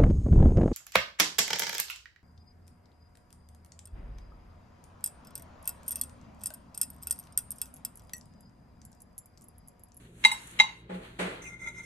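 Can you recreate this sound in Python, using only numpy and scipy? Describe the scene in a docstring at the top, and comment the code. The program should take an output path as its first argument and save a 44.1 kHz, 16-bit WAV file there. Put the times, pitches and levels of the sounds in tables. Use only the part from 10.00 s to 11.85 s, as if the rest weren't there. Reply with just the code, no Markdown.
"""A small room: a metal fork clinks on a china plate and pushes rice about, close to a stereo microphone.
Two dull bumps sound further off; then the fork scrapes lightly over the plate. A low hum lies underneath.
Clinks are decaying sine modes with a noise crack, the scrape is random slips through resonances,
rice is dense random grains, the bumps are decaying noise and modes; a short noise tail makes the room."""
import sys
import numpy as np
from scipy import signal
from scipy.fft import rfft, irfft
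from scipy.io import wavfile
from scipy.ndimage import uniform_filter1d, minimum_filter1d

SR = 44100
rng = np.random.default_rng(int(sys.argv[2]) if len(sys.argv) > 2 else 0)


def dump_mix(stems):
    """Bounce the given channels to the path in sys.argv[1] as a 16-bit WAV at rate SR."""
    frames = np.atleast_2d(stems).T  # one column per channel
    limited = np.clip(frames, -1, 1)  # hard clip at full scale
    pcm = np.round(limited * 32767).astype(np.int16)
    wavfile.write(sys.argv[1], SR, pcm)


N = 81585
T = np.arange(N) / SR  # time in seconds
HZ = np.fft.rfftfreq(N, 1 / SR)  # frequency of each spectrum bin


def amp(db):
    """Decibels to gain."""
    return 10 ** (np.asarray(db) / 20)


def unit(x):
    """Scales to rms 1."""
    return x / np.sqrt(np.mean(x ** 2) + 1e-20)


def read(points, hz):
    """Reads a table on a log-frequency axis."""
    f, value = np.transpose(points)
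    return np.interp(np.log(hz + 1), np.log(f + 1), value)


def level(rows, axis):
    """One dB column of a time table as a gain curve."""
    rows = np.array(rows)
    return amp(np.interp(T, rows[:, 0], rows[:, axis]))


def add(mix, s, sound):
    """Mixes a sound in at time s."""
    part = mix[:, round(s * SR):]
    part += sound[:, :part.shape[1]]


def colour(x, db):
    """Gives two unrelated signals a spectrum and the likeness of the two microphone channels."""
    mono_below_hz = 150
    # How alike the two channels are. Each row: frequency in Hz, left-right coherence (-1 to 1).
    likeness = [(200, .999), (300, 0.95), (420, 1), (640, -0.044), (1400, -0.11), (3100, -0.28),
                (7000, -0.034), (15000, -.7)]
    a, b = rfft(x)
    same = np.where(HZ < mono_below_hz, 1, np.clip(read(likeness, HZ), -1, 1))
    mid = a * np.sqrt(1 + same)
    side = b * np.sqrt(1 - same)
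    left_right = np.array([mid + side, mid - side])
    return unit(irfft(left_right * amp(db), N))


def noise(db):
    """Stereo noise with a given spectrum."""
    return colour(rng.standard_normal((2, N)), db)


def burst(spectrum, db, t60):
    """A noise burst: a quick linear rise under an exponential decay."""
    rise_s = 0.0023
    return amp(db - 60 * T / t60) * np.minimum(T / rise_s, 1) * noise(read(spectrum, HZ))


def grains(rate, spread_db):
    """Random tiny clicks of uneven size, at a mean rate per second."""
    size = amp(spread_db * np.minimum(rng.exponential(1, N), 4))
    struck = rng.random(N) < rate / SR
    return size * struck * rng.standard_normal((2, N))


def die_away(x, t60, hold=0):
    """Lets each band decay at its own speed, after an optional hold in seconds."""
    hz, t, z = signal.stft(x, SR, nperseg=256)
    decay = amp(-60 * np.maximum(t - hold, 0) / read(t60, hz)[:, None])
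    return signal.istft(z * decay, SR, nperseg=256)[1][:, :N]


def ring(modes):
    """Half a second of decaying modes, each reaching the two microphones with its own phase."""
    swell_cycles = 2.95  # each mode builds up over about this many of its own cycles
    t, sides = T[:SR // 2], np.array([[.5], [-.5]])
    out = np.zeros((2, len(t)))
    for hz, db, t60, lead in modes:
        envelope = amp(db - 60 * t / t60) * (1 - np.exp(-t * hz / swell_cycles))
        out += envelope * np.sin(2 * np.pi * hz * t + sides * lead)
    return np.pad(out, ((0, 0), (0, N - len(t))))


def resonate(x, peaks):
    """Passes x through a bank of steep resonances, each levelled before the sum."""
    z = rfft(x)
    out = np.zeros((2, N))
    for hz, width, db in peaks:
        out += amp(db) * unit(irfft(z / (1 + 1j * (HZ - hz) / width) ** 2, N))
    return unit(out)


def clinks():
    """Each blow cracks and sets plate, fork and table ringing; some sounds are faint and rise more slowly."""
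    # Fork meets plate. Each row: start in seconds, gain of the plate's low modes in dB, of its high modes
    # in dB, of the fork's ring in dB, of the crack in dB, rise of the sound in seconds.
    blows = [(.238, -37, -29.5, -59, -22.5, 0.004), (0.2488, -4.5, -8, -24.5, -19, 0.00021),
             (.3152, -13, -24, -27, -39.5, .0006), (.588, -45, -30, -52, -20.5, 0.0074),
             (0.5989, -5, -9, -36, -15.5, .0004), (.6360, -13.5, -48, -62, -35, 0.0031),
             (0.689, -46, -39, -62, -66, 0.0011)]
    # Plate modes. Each row: frequency in Hz, level in dB, t60 in seconds, phase lead of the left in radians.
    plate_modes = [(857.6, -8.5, 0.062, .2), (947.6, -14, 0.12, -2), (1050, -11, 0.071, 4),
                   (2015, -20, 0.21, 2.5), (2101, 3.5, 0.11, 0.98), (2240, -23, .06, 14.4),
                   (2582, -23.5, .07, 5), (2736, -11.5, .14, 3.5), (2853, -6, 0.033, -3),
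                   (3564, -23.5, 0.2, -10.5), (3530, -25, 0.1, 0), (3854, -2.5, 0.14, 0.94),
                   (4470, -14.5, .13, -3), (5800, -31, .17, 0), (6238, -22, .1, 1.2), (6735, -23, .14, 2.3),
                   ]
    # Fork modes. Each row: frequency in Hz, level in dB, t60 in seconds, phase lead of the left in radians.
    fork_modes = [(5360, -12.5, 0.28, 3.5), (6728, -13, 0.21, -2), (7974, -4.5, 0.13, -0.2),
                  (8640, -15, 0.19, -6), (9317, -3, 0.13, 0.94), (10910, -11, 0.12, -1.5),
                  (11800, -10, .13, -2.5), (12650, -25.5, .13, -6), (13000, -22, .12, -6.5)]
    # Spectrum of the crack. Each row: frequency in Hz, level in dB.
    crack_spectrum = [(100, -33.5), (250, -28), (600, -10.5), (1500, -9), (2200, -2), (3400, -3),
                      (4200, -14), (4900, -16.5), (6300, -15), (9500, -27.5), (13000, -29), (15500, -51.5)]
    crack_t60, low_modes, low_rise_s = 0.068, 3, 0.0056
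    free_share, choke_s = 0.75, 0.0069
    out = np.zeros((2, N))
    fork = ring(fork_modes)
    table = ring([(223, -33, 0.2, 0)])  # the table thuds under the plate
    low = (ring(plate_modes[:low_modes]) + table) * np.minimum(T / low_rise_s, 1)
    # the touching fork damps the plate: the gain of its high modes soon falls from 1.75 to 0.75
    high = ring(plate_modes[low_modes:]) * (free_share + np.exp(-(T / choke_s) ** 2))
    for s, low_db, high_db, fork_db, crack_db, rise_s in blows:
        blow = amp(low_db) * low + amp(high_db) * high + amp(fork_db) * fork
        blow += burst(crack_spectrum, crack_db, crack_t60)
        add(out, s, blow * np.minimum(T / rise_s, 1))
    return out


def chatter():
    """Uneven pressure on the tines: a random flutter of level, mostly below 60 Hz."""
    flutter_hz, depth_db = 60, 0.36  # rms depth
    flutter = irfft(rfft(rng.standard_normal(N)) * np.exp(-(HZ / flutter_hz) ** 2), N)
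    return amp(depth_db * unit(flutter))


def scrape():
    """Fine slips of the tines sing in the plate; now and then a tine catches."""
    # Fork sliding on the plate. Each row: time in seconds, ring in dB, hiss in dB, both before the trim.
    slide = [(1.405, -62, -87), (1.424, -53, -52.5), (1.48, -45, -49.5), (1.515, -45.5, -59),
             (1.542, -43.5, -60.5), (1.575, -53.5, -74), (1.615, -45, -58), (1.636, -40, -55),
             (1.665, -39, -56), (1.685, -37, -44), (1.71, -49.5, -74), (1.745, -48.5, -67),
             (1.79, -41, -49.5), (1.822, -50, -66), (1.85, -51.5, -51)]
    # Ringing resonances. Each row: frequency in Hz, width in Hz, level in dB.
    low_peaks = [(596, 64, -20), (921, 92, -17.5), (1392, 49, -12.5), (2101.6, 38, 2), (2370, 67, -17.5),
                 (3510, 60, -23), (3870, 29, -22)]
    # Hissing resonances. Each row: frequency in Hz, width in Hz, level in dB.
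    high_peaks = [(5360, 17, -8.5), (6110, 52, 1.5), (6490, 170, -2), (7520, 140, -5), (8590, 75, -4.5),
                  (9300, 280, -7), (10830, 200, -13), (12040, 74, -17)]
    # The tines catch. Each row: start in seconds, ring in dB, tick in dB.
    catches = [(1.421, -47.5, -50), (1.436, -49, -51), (1.672, -29.5, -46), (1.792, -38.5, -58)]
    # Spectrum of the tick. Each row: frequency in Hz, level in dB.
    tick_spectrum = [(900, -5), (2500, -1), (4800, -31), (6200, 8), (9000, -10), (12000, -14), (15500, -13)]
    slips_per_s, slip_spread_db, trim_db = 3000, 3, -1
    start_s, rise_s = 1.395, 0.011
    catch_t60, tick_t60 = 0.11, 0.054
    slips = grains(slips_per_s, slip_spread_db) * chatter()
    out = amp(trim_db) * level(slide, axis=1) * resonate(slips, low_peaks)
    out += amp(trim_db) * level(slide, axis=2) * resonate(slips, high_peaks)
    out *= np.clip((T - start_s) / rise_s, 0, 1)
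    note = ring([(hz, db, catch_t60, .9) for hz, width, db in low_peaks])
    for s, ring_db, tick_db in catches:
        add(out, s, amp(ring_db) * note + burst(tick_spectrum, tick_db, tick_t60))
    return out


def squeak():
    """A faint falling squeak as the tines begin to slide: a gliding sine roughened by slow noise."""
    start_s, length_s, squeak_db = 1.44, 0.061, -45.5
    from_hz, to_hz, width_hz = 2750, 2216, 220
    u = np.clip((T - start_s) / length_s, 0, 1)  # progress from 0 to 1
    turns = np.cumsum(from_hz + (to_hz - from_hz) * u) / SR
    flutter = unit(irfft(rfft(rng.standard_normal((2, N))) * np.exp(-(HZ / width_hz) ** 2), N))
    return amp(squeak_db) * np.sin(np.pi * u) * flutter * np.sin(2 * np.pi * turns)


def rice():
    """Moist grains rustle under the fork as dense tiny clicks; a few sticky ones snap."""
    # Rice pushed about. Each row: time in seconds, body in dB, fizz in dB.
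    push = [(0, -63, -63.5), (.06, -62, -69.5), (.12, -71.5, -73), (.21, -60.5, -60), (.3, -37, -54.5),
            (.42, -53, -52.5), (.51, -53.5, -54.5), (.56, -54.5, -60), (.68, -48, -70), (.8, -63, -69.5),
            (.87, -67, -107.5), (.95, -52, -62.5), (1.0, -60, -69.5), (1.05, -51, -64.5),
            (1.15, -60.5, -72.5), (1.35, -51, -64), (1.45, -60.5, -82), (1.53, -71.5, -80),
            (1.85, -63.5, -64)]
    # Spectrum of the body. Each row: frequency in Hz, level in dB.
    body_spectrum = [(250, -41), (500, -7), (1600, 2), (2900, -1), (4300, -5.5), (5200, -26)]
    # Spectrum of the fizz and the snaps. Each row: frequency in Hz, level in dB.
    fizz_spectrum = [(4000, -35), (5300, -22), (6300, -9), (8000, -6.5), (10000, -5), (12200, -11.5),
                     (13400, -35.5), (15000, -72)]
    # Sticky grains snap. Each row: start in seconds, level in dB.
    crumbs = [(0.472, -36.5), (0.51, -41), (0.547, -66)]
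    body_grains_per_s, spread_db, crumb_t60 = 9500, 1.5, 0.023
    body = colour(grains(body_grains_per_s, spread_db), read(body_spectrum, HZ))
    fizz = colour(grains(2 * body_grains_per_s, spread_db), read(fizz_spectrum, HZ))
    out = level(push, axis=1) * body + level(push, axis=2) * fizz
    for s, db in crumbs:
        add(out, s, burst(fizz_spectrum, db, crumb_t60))
    return out


def bumps():
    """Dull knocks further off: ringing modes in a wash of noise, with a low note that swells and dies."""
    # Each row: start in seconds, wash in dB, knock in dB, low ring in dB, treble tilt in dB per octave.
    knocks = [(.892, -42.5, -33, -35, -2.5), (1.187, -31.5, -30, -34, 0.5)]
    # Spectrum of the wash. Each row: frequency in Hz, level in dB.
    wash_spectrum = [(59, -36), (100, -35.5), (184, -9), (252, -15.5), (416, -8), (688, -14), (849, -16),
                     (2050, -15), (4090, -26), (5260, -39), (8520, -30), (11700, -39), (15000, -81)]
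    # Decay of the wash. Each row: frequency in Hz, t60 in seconds.
    wash_t60 = [(100, 0.82), (400, 0.64), (2000, 0.63), (9000, 0.43)]
    # Knock modes. Each row: frequency in Hz, level in dB, t60 in seconds, phase lead of the left in radians.
    knock_modes = [(330, -13, 0.23, 1), (375.6, -15, 0.6, 0.5), (426.3, -11.5, 0.32, -2),
                   (518, -6.5, .35, 1.5), (644, -10, 0.74, 2.5), (837, -9, .55, 4)]
    rise_s, hold_s, boom_hz, boom_s = 0.0082, 0.028, 183.2, 0.11
    out = np.zeros((2, N))
    boom = np.sin(np.pi * np.minimum(T / boom_s, 1)) * np.sin(2 * np.pi * boom_hz * T)
    octaves = np.log2(np.clip(HZ, 400, 16000) / 400)  # the tilt acts above 400 Hz
    for s, wash_db, knock_db, boom_db, tilt_db in knocks:
        wash = die_away(noise(read(wash_spectrum, HZ) + tilt_db * octaves), wash_t60, hold_s)
        bump = amp(wash_db) * wash + amp(knock_db) * ring(knock_modes)
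        add(out, s, bump * np.minimum(T / rise_s, 1) + amp(boom_db) * boom)
    return out


def room(x):
    """The short tail of a small room: convolution with coloured noise that dies band by band."""
    # Decay of the room. Each row: frequency in Hz, t60 in seconds.
    room_t60 = [(150, 1), (900, 0.32), (2500, 0.37), (5000, 0.34), (12000, 0.19)]
    # Spectrum of the tail. Each row: frequency in Hz, level in dB.
    room_spectrum = [(150, -8), (500, -5), (900, 2), (1500, -4), (2100, -4), (2900, -2), (3900, -5.5),
                     (5000, -0.5), (6500, 4.5), (12000, 2)]
    room_db, delay_s, rise_s = -12.5, .004, 0.0059
    tail = die_away(noise(read(room_spectrum, HZ)), room_t60) * np.clip((T - delay_s) / rise_s, 0, 1)
    tail = tail / np.linalg.norm(tail[0])
    return amp(room_db) * signal.fftconvolve(x, tail, axes=1)[:, :N]


def background():
    """Low room noise, alike in both channels only in the lows, and appliance hum of steady sines."""
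    # Spectrum of the room noise. Each row: frequency in Hz, level in dB.
    floor_spectrum = [(20, -16), (40, 1), (60, -0.5), (85, -2.5), (170, -2), (400, -7.5), (700, -18),
                      (2000, -42), (4000, -44.5), (10000, -51), (15000, -67)]
    # Hum tones, the same in both channels. Each row: frequency in Hz, rms level in dB.
    hum_tones = [(59, -60.5), (120, -59), (172, -60.5), (340, -69.5)]
    floor_db = -56
    hum = 0
    for hz, db in hum_tones:
        hum = hum + amp(db) * np.sqrt(2) * np.sin(2 * np.pi * (hz * T + rng.random()))
    return amp(floor_db) * noise(read(floor_spectrum, HZ)) + hum


def duck(x):
    """Gain control: turns down after loud blows and recovers slowly."""
    above_db, share, attack_s, recover_db_per_s = -26.5, 0.27, 0.037, 19.5
    power_db = 10 * np.log10(abs(uniform_filter1d((x ** 2).mean(0), size=256)) + 1e-12)
    wanted_db = share * np.maximum(power_db - above_db, 0)
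    # a running peak that sinks at the recovery speed
    fall = recover_db_per_s * T
    cut_db = np.maximum.accumulate(wanted_db + fall) - fall
    r = np.exp(-1 / (attack_s * SR))
    return x * amp(-signal.lfilter([1 - r], [1, -r], cut_db))


def scene():
    """Fork, plate and rice up close with their room tail, the bumps and the background behind."""
    near = clinks() + scrape() + squeak() + rice()
    return near + room(near) + bumps() + background()


def record(dry):
    """Gain control and a quick peak limiter, then the recorder's band limit."""
    ceiling, limit_s, edge_hz = .9, .004, 15800
    x, size = duck(dry), int(limit_s * SR)
    gain = np.minimum(1, ceiling / (abs(x).max(0) + 1e-9))
    held = x * uniform_filter1d(minimum_filter1d(gain, size), size)
    low_pass = signal.firwin(511, edge_hz, window=("kaiser", 9), fs=SR)
    return signal.oaconvolve(held, low_pass[None], "same")


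dry = scene()
out = record(dry)
dump_mix(out)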